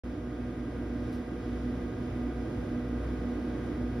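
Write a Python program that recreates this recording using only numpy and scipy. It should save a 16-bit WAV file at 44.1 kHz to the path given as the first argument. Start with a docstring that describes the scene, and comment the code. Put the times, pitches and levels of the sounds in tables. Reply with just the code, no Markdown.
"""Open drinks cooler in a shop

A pulsing drone leads: mains hum beating against two fans. Under it the compressor throbs just below
mains speed, the cabinet whines, and a five-bladed fan wobbles so that its upper tones flutter.
Air rushes through the grille, and a few faint rustles pass in the first half."""
import sys
import numpy as np
from scipy import signal
from scipy.fft import rfft, irfft
from scipy.io import wavfile

SR = 44100
rng = np.random.default_rng(int(sys.argv[2]) if len(sys.argv) > 2 else 0)


def int16_out(signal):
    """Quantize to a 16-bit WAV file."""
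    q = np.round(np.clip(np.atleast_2d(signal).T, -1, 1) * 32767)
    wavfile.write(sys.argv[1], SR, q.astype(np.int16))


N = 176400

MAINS_HUM_HZ, COMPRESSOR_HZ = 119.97, 59.2
SHAFT_HZ, BLADES = 24.554, 5
WOBBLE_HZ, WOBBLE_PEAK_S = 2.45, .26
WOBBLE_SHARE, DRIFT_SHARE = .0016, .00012  # of the fan's speed
DRONE_PEAK_S, DRONE_RISE_DB_PER_S = 2.762, .45

# Levels are set ahead of each layer's trim and the cooler's fader.
# Beating trio (twice the mains hum, a second fan, twice the blade rate): pitch_hz, level_db
DRONE_TONES = [(239.93, -45), (243.8, -48), (245.54, -40.2)]
# Envelope of the compressor's throb: time_s, level_db
THROB_ENVELOPE = [(0.08, -38.5), (0.14, -41.5), (0.62, -42), (0.85, -40), (1.03, -39.5), (1.25, -48),
                  (1.54, -37), (1.84, -39.5), (1.92, -61), (1.97, -44), (2.39, -36.5), (2.51, -51),
                  (2.58, -36), (2.68, -47), (2.9, -38.5), (3.07, -34.5), (3.37, -43), (3.57, -43),
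                  (3.65, -41), (3.84, -38.5), (4.0, -42)]
# Mains harmonics of the motors: hum_multiple, level_db
HUM_HARMONICS = [(1, -47), (3, -49), (4, -54.5), (5, -63), (6, -68.5), (8, -73), (9, -78), (10, -73),
                 (12, -74.5), (13, -87)]
# Steady whines of the cabinet: pitch_hz, level_db
CABINET_WHINES = [(283.5, -51.5), (301.3, -53), (689.4, -68.5), (731.8, -59.5), (1777.7, -80)]
# Harmonics of the passing blades: blade_rate_multiple, level_db
BLADE_HARMONICS = [(1, -58.5), (3, -58), (4, -53.5), (5, -59.5), (9, -68.5), (10, -61), (11, -71.5),
                   (12, -63.5), (13, -62.5), (15, -71), (16, -65), (17, -86.5), (18, -74.5), (19, -80)]
# Tones from unequal blades: shaft_rate_multiple, level_db
IMBALANCE_TONES = [(66, -67.5), (79, -78.5), (81, -73), (97, -75)]
# Thin, high fan whistles: pitch_hz, level_db
FAN_WHISTLES = [(3192, -84), (3684, -79), (4438, -92.5), (4839, -89), (4987, -86.5), (9558, -103.5),
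                (10400, -100)]
# Centre of the air rush, common to both ears: frequency_hz, density_db
AIR_MID_SPECTRUM = [(20, -99), (27, -80.5), (43, -72), (53, -61), (60, -68), (68, -67), (110, -60),
                    (147, -68), (183, -65), (222, -66.5), (260, -62), (322, -61), (380, -72), (465, -69),
                    (530, -75), (620, -75.5), (660, -79), (850, -83.5), (1450, -86), (1750, -89.5),
                    (2150, -90), (2700, -97.5), (3400, -96), (4400, -103), (5100, -101), (6700, -110),
                    (7600, -130), (8700, -115), (10300, -110), (12400, -116), (13500, -135), (16000, -150)]
# Width of the air rush, opposite in the two ears: frequency_hz, density_db
AIR_SIDE_SPECTRUM = [(20, -112), (60, -99), (160, -102), (240, -84.5), (330, -78.5), (420, -82.5),
                     (560, -80.5), (900, -88.5), (1450, -91.5), (1900, -102), (2450, -93), (3100, -96.5),
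                     (4000, -106), (4700, -104), (5500, -109), (7000, -104.5), (9300, -111), (11000, -126),
                     (13500, -117), (16000, -122)]
# Flicker of the rush, restless in the rumble and smooth in the hiss: frequency_hz, depth_db
AIR_FLICKER_DEPTH = [(100, .8), (1000, .7), (3000, .3)]
# Faint rustles: peak_s, rise_s, fall_s, gain_db, tilt_db_per_octave
RUSTLE_CUES = [(1.06, 0.079, 0.093, -10, -3), (1.131, 0.0076, 0.044, -5.5, 5),
               (1.459, 0.07, .13, -11.5, -6.5)]
# Tone colour of a rustle before its tilt: frequency_hz, density_db
RUSTLE_SPECTRUM = [(1000, -112), (3000, -91.5), (5500, -90.5), (7500, -110), (10000, -102), (12500, -106),
                   (13600, -135)]
# Pan that sets the cooler a little to the right: frequency_hz, left_minus_right_db
COOLER_PAN = [(60, 0), (200, -1.9), (600, -2.8), (1200, -1.6), (2500, 0)]
# Slow fader ride on the whole cooler: time_s, gain_db
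COOLER_FADER = [(0, -3), (.7, -1.44), (1.5, -0.5), (2.3, -0.43), (3.0, 0.3), (4, 0.27)]


def drone(t):
    """Three close tones beat, slowly and quickly at once, and grow; they swell most as all fall in step."""
    from_peak_s = t - DRONE_PEAK_S
    trim_db = .6 + DRONE_RISE_DB_PER_S * from_peak_s
    return sum(tone(hz, db + trim_db, from_peak_s, waver_db=.4, in_step=True) for hz, db in DRONE_TONES)


def compressor(t):
    """The low end: one tone just under mains speed, throbbing unevenly."""
    throb_db = np.interp(t, *np.array(THROB_ENVELOPE).T)
    return tone(COMPRESSOR_HZ, throb_db + .4, t, waver_db=.3)


def mains_hum(t):
    """The motors hum in a harmonic stack locked to the mains."""
    return sum(tone(k * MAINS_HUM_HZ, db, t, waver_db=.7) for k, db in HUM_HARMONICS)


def cabinet(t):
    """The cabinet whines at fixed pitches, each wavering in level."""
    return sum(tone(hz, db + 1.1, t, waver_db=1.14) for hz, db in CABINET_WHINES)


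def fan(t):
    """Blade tones, shaft tones and whistles all bend with one slightly wobbling fan speed."""
    wobble = WOBBLE_SHARE * np.cos(2 * np.pi * WOBBLE_HZ * (t - WOBBLE_PEAK_S))
    speed = 1 + wobble + DRIFT_SHARE * wander(.63)
    clock = np.cumsum(speed) / SR
    blades = [(k * BLADES * SHAFT_HZ, db) for k, db in BLADE_HARMONICS]
    shaft = [(k * SHAFT_HZ, db) for k, db in IMBALANCE_TONES]
    return sum(tone(hz, db, clock, waver_db=.5) for hz, db in blades + shaft + list(FAN_WHISTLES))


def air_rush():
    """A bed of turbulent air from the grille: octave bands flicker alone and swell together."""
    hz = np.arange(N // 2 + 1) * SR / N
    ears = np.array([[1], [-1]])
    stereo_noise = noise(AIR_MID_SPECTRUM) + ears * noise(AIR_SIDE_SPECTRUM)
    pan = undb(ears * curve_at(COOLER_PAN, hz) / 2)
    spectrum = rfft(stereo_noise) * pan * reflections(hz, count=36)
    octave = np.log2(np.maximum(hz, 1))
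    rush = 0
    for k in range(4, 15):  # bands centred from 16 Hz to 16 kHz
        band = irfft(spectrum * np.maximum(1 - abs(octave - k), 0), N)
        flicker_db = curve_at(AIR_FLICKER_DEPTH, 2 ** k) * wander(6.5)
        rush = rush + band * undb(flicker_db)
    swell_db = .4 * wander(3.7)
    return rush * undb(swell_db)


def reflections(hz, count):
    """Short echoes off walls and floor comb a fine ripple into the treble; mean power stays 1."""
    gain = .092 * hz / (hz + 2700)
    delays_s = rng.uniform(.00198, .035, count)
    echoes = sum(np.exp(-2j * np.pi * hz * delay) for delay in delays_s)
    return (1 + gain * echoes) / np.sqrt(1 + count * gain ** 2)


def rustles(t):
    """Soft brushes of bright noise that swell and die away, dead centre."""
    out = 0
    for peak_s, rise_s, fall_s, gain_db, tilt in RUSTLE_CUES:
        colour = [(hz, db + tilt * np.log2(hz / 5000)) for hz, db in RUSTLE_SPECTRUM]
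        envelope = np.exp(np.minimum((t - peak_s) / rise_s, (peak_s - t) / fall_s))
        out = out + undb(gain_db) * envelope * noise(colour)
    return out


def tone(hz, db, clock, waver_db, in_step=False):
    """A panned sine that wavers in level; tones in step crest together when the clock reads 0."""
    random_phase = rng.uniform(0, 2 * np.pi)
    phase = 0 if in_step else random_phase
    ear_spread = rng.choice([-1, 1]) * .25 * hz / 1000  # 0.25 rad per kHz between the ears
    ears = np.array([[.5], [-.5]])
    gain = undb(db + waver_db * wander(2.3) + ears * curve_at(COOLER_PAN, hz))
    return np.sqrt(2) * gain * np.cos(2 * np.pi * hz * clock + phase + ears * ear_spread)


def noise(colour):
    """Noise shaped to a curve of frequency_hz, density_db."""
    hz = np.arange(N // 2 + 1) * SR / N
    white = rfft(rng.standard_normal(N))
    return irfft(white * undb(curve_at(colour, hz)), N) * np.sqrt(SR / 2)


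def wander(rate_hz):
    """A smooth random modulator with a spread of 1, moving about rate_hz times a second."""
    hz = np.arange(N + 1) * SR / (2 * N)
    white = rfft(rng.standard_normal(2 * N))
    smooth = irfft(white * np.exp(-(hz / rate_hz) ** 2))
    return smooth[:N] / smooth.std()


def curve_at(table, hz):
    """Read a curve on a log-frequency axis."""
    points_hz, values = np.array(table, float).T
    return np.interp(np.log(np.maximum(hz, 1)), np.log(points_hz), values)


def undb(db):
    """Decibels to gain."""
    return 10 ** (np.asarray(db) / 20)


def scene():
    """The cooler's layers creep up on one fader; the rustles sit outside it."""
    t = np.arange(N) / SR
    cooler = compressor(t) + mains_hum(t) + cabinet(t) + drone(t) + fan(t) + air_rush()
    fader_db = np.interp(t, *np.array(COOLER_FADER).T)
    return cooler * undb(fader_db) + rustles(t)


def record(dry):
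    """Master: 35 ms of silence, a 3 ms fade-in and a steep high cut at 15.5 kHz."""
    fade_in = np.clip((np.arange(N) / SR - .035) / .003, 0, 1)
    high_cut = signal.ellip(8, .2, 70, 15500, fs=SR, output="sos")
    return signal.sosfilt(high_cut, dry * fade_in)


dry = scene()
out = record(dry)
int16_out(out)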